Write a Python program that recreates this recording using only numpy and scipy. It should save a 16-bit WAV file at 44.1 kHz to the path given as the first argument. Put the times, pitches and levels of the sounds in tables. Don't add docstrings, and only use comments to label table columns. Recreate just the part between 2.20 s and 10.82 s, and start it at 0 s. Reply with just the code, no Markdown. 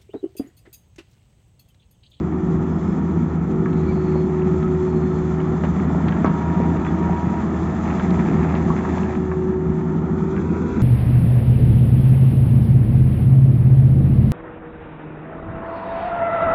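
import sys
import numpy as np
from scipy import signal
from scipy.fft import rfft, irfft, next_fast_len
from scipy.io import wavfile

SR = 44100
rng = np.random.default_rng(int(sys.argv[2]) if len(sys.argv) > 2 else 0)


def waveform_to_disk(signal):
    frames = np.transpose(np.atleast_2d(signal))
    scaled = np.clip(frames, -1, 1) * 32767
    samples = np.round(scaled).astype(np.int16)
    wavfile.write(sys.argv[1], SR, samples)


N = 380123

# time_s, firing_hz, second_db, fourth_db
ENGINE_SPEED = [(0, 78.96, -33, -29), (.6, 80.4, -27, -33.5), (1.25, 80.57, -25, -34),
                (1.9, 79.5, -24.5, -32), (2.4, 79.44, -23.5, -34), (2.7, 79.24, -25, -49),
                (3.4, 79.7, -24, -45.5), (4, 79.98, -27, -34.5), (4.25, 81.34, -26.5, -34.5),
                (4.75, 80.7, -26.5, -29), (5, 81.88, -39, -33.5), (5.25, 81.2, -35, -34),
                (5.6, 80.45, -31.5, -34.5), (6.2, 80.55, -23, -43.5), (6.8, 79.92, -31, -40),
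                (7.75, 79.9, -24.5, -41), (8.25, 82.6, -30.5, -31), (8.62, 83.8, -30, -39)]
# time_s, roar_db, clatter_db, hiss_db
ENGINE_LOAD = [(0, -22.5, -37, -62), (.75, -21, -34.5, -57), (1.15, -22.5, -36.5, -61),
               (1.45, -20.5, -35.5, -58), (2.2, -22.5, -35, -58.5), (2.9, -22, -34.5, -55.5),
               (3.87, -20.5, -30.5, -56.5), (4.6, -20.5, -31, -56), (5.35, -21.5, -31.5, -54.5),
               (5.83, -20.5, -30.5, -50), (6.14, -17.5, -30.5, -54), (6.77, -22, -31, -51.5),
               (6.96, -22, -35, -57), (7.37, -23.5, -36.5, -62), (8.02, -21.5, -35, -59.5),
               (8.62, -19.5, -37.5, -54.5)]


def amp(db):
    return 10 ** (np.asarray(db) / 20)


def rms_one(x):
    return x / np.sqrt(np.mean(x ** 2) + 1e-20)


def curves(rows):
    times, *columns = np.transpose(rows)
    return [np.interp(np.arange(N) / SR, times, column) for column in columns]


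def drift(rate_hz):
    hop = 40
    pole = np.exp(-2 * np.pi * hop * rate_hz / SR)
    slow = signal.lfilter([1], [1, -2 * pole, pole * pole], rng.standard_normal(N // hop + 2002))[2000:]
    return np.interp(np.arange(N) / hop, np.arange(len(slow)), rms_one(slow))


def colour(x, spectrum):
    size = next_fast_len(N)
    hz = np.maximum(np.arange(size // 2 + 1) * SR / size, 1)
    freq_hz, gain_db = np.transpose(spectrum)
    gain = amp(np.interp(np.log(hz), np.log(freq_hz), gain_db))
    return rms_one(irfft(rfft(x, size) * gain, size)[:N])


def tone(hz, db, waver_db):
    level = np.sqrt(2) * amp(db + waver_db * drift(8))
    return level * np.sin(2 * np.pi * np.cumsum(hz) / SR + rng.uniform(0, 2 * np.pi))


def gate(start, end, fade_s):
    return np.interp(np.arange(N) / SR, [start - fade_s, start, end, end + fade_s], [0, 1, 1, 0])


def resonance(x, hz, width_hz):
    r = np.exp(-np.pi * width_hz / SR)
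    poles = [1, -2 * r * np.cos(2 * np.pi * hz / SR), r * r]
    return signal.lfilter([(1 - r * r) / 2, 0, (r * r - 1) / 2], poles, x)


def narrow_band(noise, hz, width_hz):
    return rms_one(resonance(resonance(noise, hz, width_hz), hz, width_hz))


def firing_tones(load_db):
    firing_hz, second_db, fourth_db = curves(ENGINE_SPEED)
    harmonics = {1: -30 + 0.46 * load_db, 2: second_db, 4: fourth_db, 8: -50 + 1.5 * load_db}
    return sum(tone(k * firing_hz, db, waver_db=0.9) for k, db in harmonics.items())


def exhaust_roar(level_db):
    # freq_hz, gain_db
    roar_eq = [(15, -57), (25, -32.5), (58, -14.5), (81, -9.5), (113, -14), (146, -10), (172, 1.5),
               (276, -7.5), (379, -8), (430, -11), (520, -15), (680, -50.5), (1140, -120)]
    return amp(level_db + 0.93 * drift(9)) * colour(rng.standard_normal(N), roar_eq)


def casing_clatter(level_db, firing_hz):
    # freq_hz, gain_db
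    clatter_eq = [(350, -8.5), (500, -3), (650, -1), (900, -6), (1050, -10.5), (1300, -6), (1420, -5),
                  (1600, -10), (1800, -14), (2100, -26.5), (2500, -23), (2900, -32.5), (3700, -40.5),
                  (6000, -79.5)]
    throb = 1 + 0.06 * np.cos(2 * np.pi * np.cumsum(firing_hz) / SR)
    return amp(level_db + 0.6 * drift(25)) * colour(rng.standard_normal(N) * throb, clatter_eq)


def bright_hiss(level_db):
    # freq_hz, gain_db
    hiss_eq = [(2500, -36), (3100, 1.5), (3500, 9), (3650, 1.5), (4500, -2.5), (5750, -3), (5950, 3),
               (7600, 2), (9000, -10)]
    return amp(level_db + 1.4 * drift(15)) * colour(rng.standard_normal(N), hiss_eq)


def panel_hum(load_db):
    return amp(-51 + load_db) * narrow_band(rng.standard_normal(N), hz=1299, width_hz=28)


def ground_bounce(x, echo_gain=0.58):
    # time_s, delay_ms
    ground_delay = [(0, .97), (3.6, .97), (6.9, 1.017), (7.4, 1.004), (7.9, 0.96), (8.3, 0.86),
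                    (8.62, 0.76)]
    lag = curves(ground_delay)[0] * SR / 1000
    echo = np.interp(np.arange(N) - lag, np.arange(N), x)
    return (x + echo_gain * echo) / np.sqrt(1 + echo_gain ** 2)


def hydraulic_whines(firing_hz):
    # time_s, level_db
    pump_level = [(0, -32.5), (.33, -26.5), (.6, -37), (1.2, -36.5), (1.45, -28), (1.95, -23.5),
                  (2.25, -21.5), (2.4, -26), (2.55, -21), (3.3, -28), (3.55, -35.5), (5, -35),
                  (5.65, -44.5), (5.9, -30.5), (6.75, -31.5), (7.25, -22), (7.8, -29.5), (8.1, -26),
                  (8.62, -36.5)]
    # start_s, end_s, level_db
    low_gear = [(1.9, 2.8, -49), (7.1, 8.1, -47.5)]
    high_gear = [(.75, 1.05, -46), (4.084, 4.49, -33), (4.56, 4.7, -39.5), (4.798, 5.035, -32.5),
                 (5.113, 5.18, -35), (8.27, 8.621, -42.5)]
    whines = tone(4.655 * firing_hz, curves(pump_level)[0], waver_db=0.98)
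    for order, spells in ((11.32, low_gear), (11.68, high_gear)):
        level = sum(amp(db) * gate(start, end, fade_s=0.05) for start, end, db in spells)
        whines += level * tone(order * firing_hz, db=0, waver_db=1.8)
    return whines


def pin_squeaks():
    # start_s, end_s, pitch_hz, width_hz, level_db
    squeaks = [(0.31, 0.45, 1106, 12, -45), (.5, .77, 5250, 200, -71), (1.508, 1.773, 4200, 79, -66),
               (1.558, 1.644, 3890, 50, -66), (1.69, 1.75, 3880, 50, -68), (1.662, 2, 4420, 400, -64),
               (1.67, 1.706, 2310, 38, -45), (1.802, 2.04, 4247, 48, -64.5), (2.276, 2.5, 1284, 30, -39.5),
               (2.62, 3.03, 4230, 69, -67), (2.806, 4.698, 3520, 48, -68.5), (4.666, 4.687, 3427, 36, -51),
               (7.083, 7.094, 1100, 40, -52), (8.488, 8.62, 3897, 40, -63)]
    out, noise = np.zeros(N), rng.standard_normal(N)
    for start, end, hz, width_hz, db in squeaks:
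        envelope = gate(start, end, fade_s=0.008 + 0.12 * (end - start))
        out += amp(db + 1.3 * drift(20)) * envelope * narrow_band(noise, hz, width_hz)
    return out


def sliding_rubble(clicks_per_s=1500):
    # time_s, level_db
    slide_level = [(0, -47.5), (1.5, -48), (2, -44), (3.4, -47.5), (4.5, -40), (5.6, -43), (5.7, -37),
                   (6.9, -37.5), (7.05, -47.5), (8, -51.5), (8.2, -43.5), (8.62, -42.5)]
    # freq_hz, gain_db
    slide_eq = [(300, -25.5), (520, -11), (680, -1.5), (900, -0.5), (1050, -5.5), (1300, -9), (1470, -19.5),
                (1750, -10), (2100, -10.5), (2300, -12), (2700, -18), (3050, -37), (3500, -28),
                (4500, -36.5), (8000, -37.5)]
    sizes = amp(4.2 * np.minimum(rng.exponential(1, N), 4.5)) * rng.choice([-1, 1], N)
    clicks = sizes * (rng.random(N) < clicks_per_s * amp(3 * drift(14)) / SR)
    return amp(curves(slide_level)[0]) * colour(clicks, slide_eq)


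def rock_thuds(attack_s=0.0005, t60_s=0.048):
    # start_s, level_db, pitch_hz
    landings = [(0.755, -15, 171), (3.652, -8, 175), (4.046, -7.5, 234.4), (4.401, -11.5, 255),
                (5.069, -6.5, 160), (6.17, -6.5, 200.4), (6.503, -8, 197.6)]
    out, t = np.zeros(N), np.arange(SR // 5) / SR
    for start, db, hz in landings:
        envelope = amp(db - 60 * t / t60_s) * (1 - np.exp(-t / attack_s))
        at = round(start * SR)
        out[at:at + len(t)] += envelope * np.sin(2 * np.pi * hz * t)
    return out


def pebbles(count, start_s=5.6, end_s=6.95):
    when, pitch, softness = rng.random((count, 3)).T
    low_hz = 586 * (1880 / 586) ** pitch
    peak_db = -27 - 0.5 * np.log2(low_hz / 1000) - 18 * softness
    return list(zip(start_s + when * (end_s - start_s), peak_db, low_hz, 2 * low_hz))


def bucket_ring(cracks, boost_db=10):
    # pitch_hz, relative_db, t60_s
    modes = [(750, -4.5, 0.38), (947, -8.5, 0.4), (1127, -2, 0.072), (1294, -3, 0.3), (1600, -5, 0.3),
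             (1642, 0, 0.17), (2220, -8.5, 0.15)]
    ring = sum(amp(db) * resonance(cracks + 1e-18, hz, np.log(1000) / np.pi / t60)
               for hz, db, t60 in modes)
    return amp(boost_db) * ring


def stone_knocks():
    # start_s, peak_db, low_hz, high_hz
    big_stones = [(1.459, -19.5, 900, 2296), (1.53, -34, 2016, 4000), (1.71, -27, 500, 810),
                  (1.955, -21, 555, 954), (2.22, -32, 1600, 3200), (2.429, -33.5, 1997, 4000),
                  (3.202, -29.5, 1600, 3170), (3.437, -18.5, 448, 2807), (3.45, -26.5, 1008, 4090),
                  (3.6, -29.5, 1600, 3160), (3.7, -23.5, 635, 1008), (3.747, -23, 397, 1008),
                  (3.884, -21.5, 1701, 4360), (3.923, -22, 1250, 3570), (4.045, -9.5, 254, 2200),
                  (4.046, -36, 5800, 7400), (4.052, -14, 760, 1890), (4.06, -21, 800, 5470),
                  (4.072, -19, 400, 3500), (4.3, -30.5, 1500, 2600), (4.4, -18.5, 402.3, 800),
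                  (4.649, -25.5, 1600, 3200), (4.666, -20, 1005, 2549), (4.894, -18, 507.1, 810),
                  (5.704, -25, 1270, 3200), (5.797, -22, 1280, 3200), (5.906, -33, 3240, 4800),
                  (5.973, -19.5, 600, 1100), (6.246, -25, 1271, 2538), (6.339, -21, 495, 1800),
                  (6.352, -26.5, 1810, 4480), (6.502, -16.5, 800, 1500), (6.65, -21, 700, 2200),
                  (6.774, -19.5, 610, 1100), (6.832, -28, 1596, 3200), (6.9, -21, 504, 1000),
                  (6.952, -26.5, 1270, 3200), (7.115, -21, 603.4, 2200), (8.165, -27.5, 1008, 3208),
                  (8.178, -27, 1270, 2500)]
    cracks, t = np.zeros(N), np.arange(SR // 5) / SR
    dull = np.exp(-2 * np.pi * 500 / SR)
    for start, db, low_hz, high_hz in big_stones + pebbles(count=32):
        t60_s = 0.0075 + 0.025 * np.log2(high_hz / low_hz)
        blow = rng.standard_normal(len(t)) * amp(-60 * t / t60_s)
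        blow[0] += 11
        band = signal.butter(4, [low_hz, high_hz], "band", fs=SR, output="sos")
        crack = signal.sosfilt(band, signal.lfilter([1], [1, -2 * dull, dull ** 2], blow))
        at = round(start * SR)
        cracks[at:at + len(t)] += amp(db) * crack / np.abs(crack).max()
    return cracks + bucket_ring(cracks)


def scene():
    firing_hz = curves(ENGINE_SPEED)[0]
    roar_db, clatter_db, hiss_db = curves(ENGINE_LOAD)
    load_db = clatter_db - clatter_db.mean()
    engine = firing_tones(load_db)
    engine += ground_bounce(exhaust_roar(roar_db) + casing_clatter(clatter_db, firing_hz))
    engine += bright_hiss(hiss_db) + panel_hum(load_db)
    mix = engine + sliding_rubble() + hydraulic_whines(firing_hz) + pin_squeaks()
    return (mix + rock_thuds() + stone_knocks())[None]


def record(dry):
    low_cut = signal.butter(2, 45, "high", fs=SR, output="sos")
    high_cut = signal.ellip(12, 0.5, 60, 7560, fs=SR, output="sos")
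    return signal.sosfilt(high_cut, signal.sosfilt(low_cut, dry))


dry = scene()
out = record(dry)
waveform_to_disk(out)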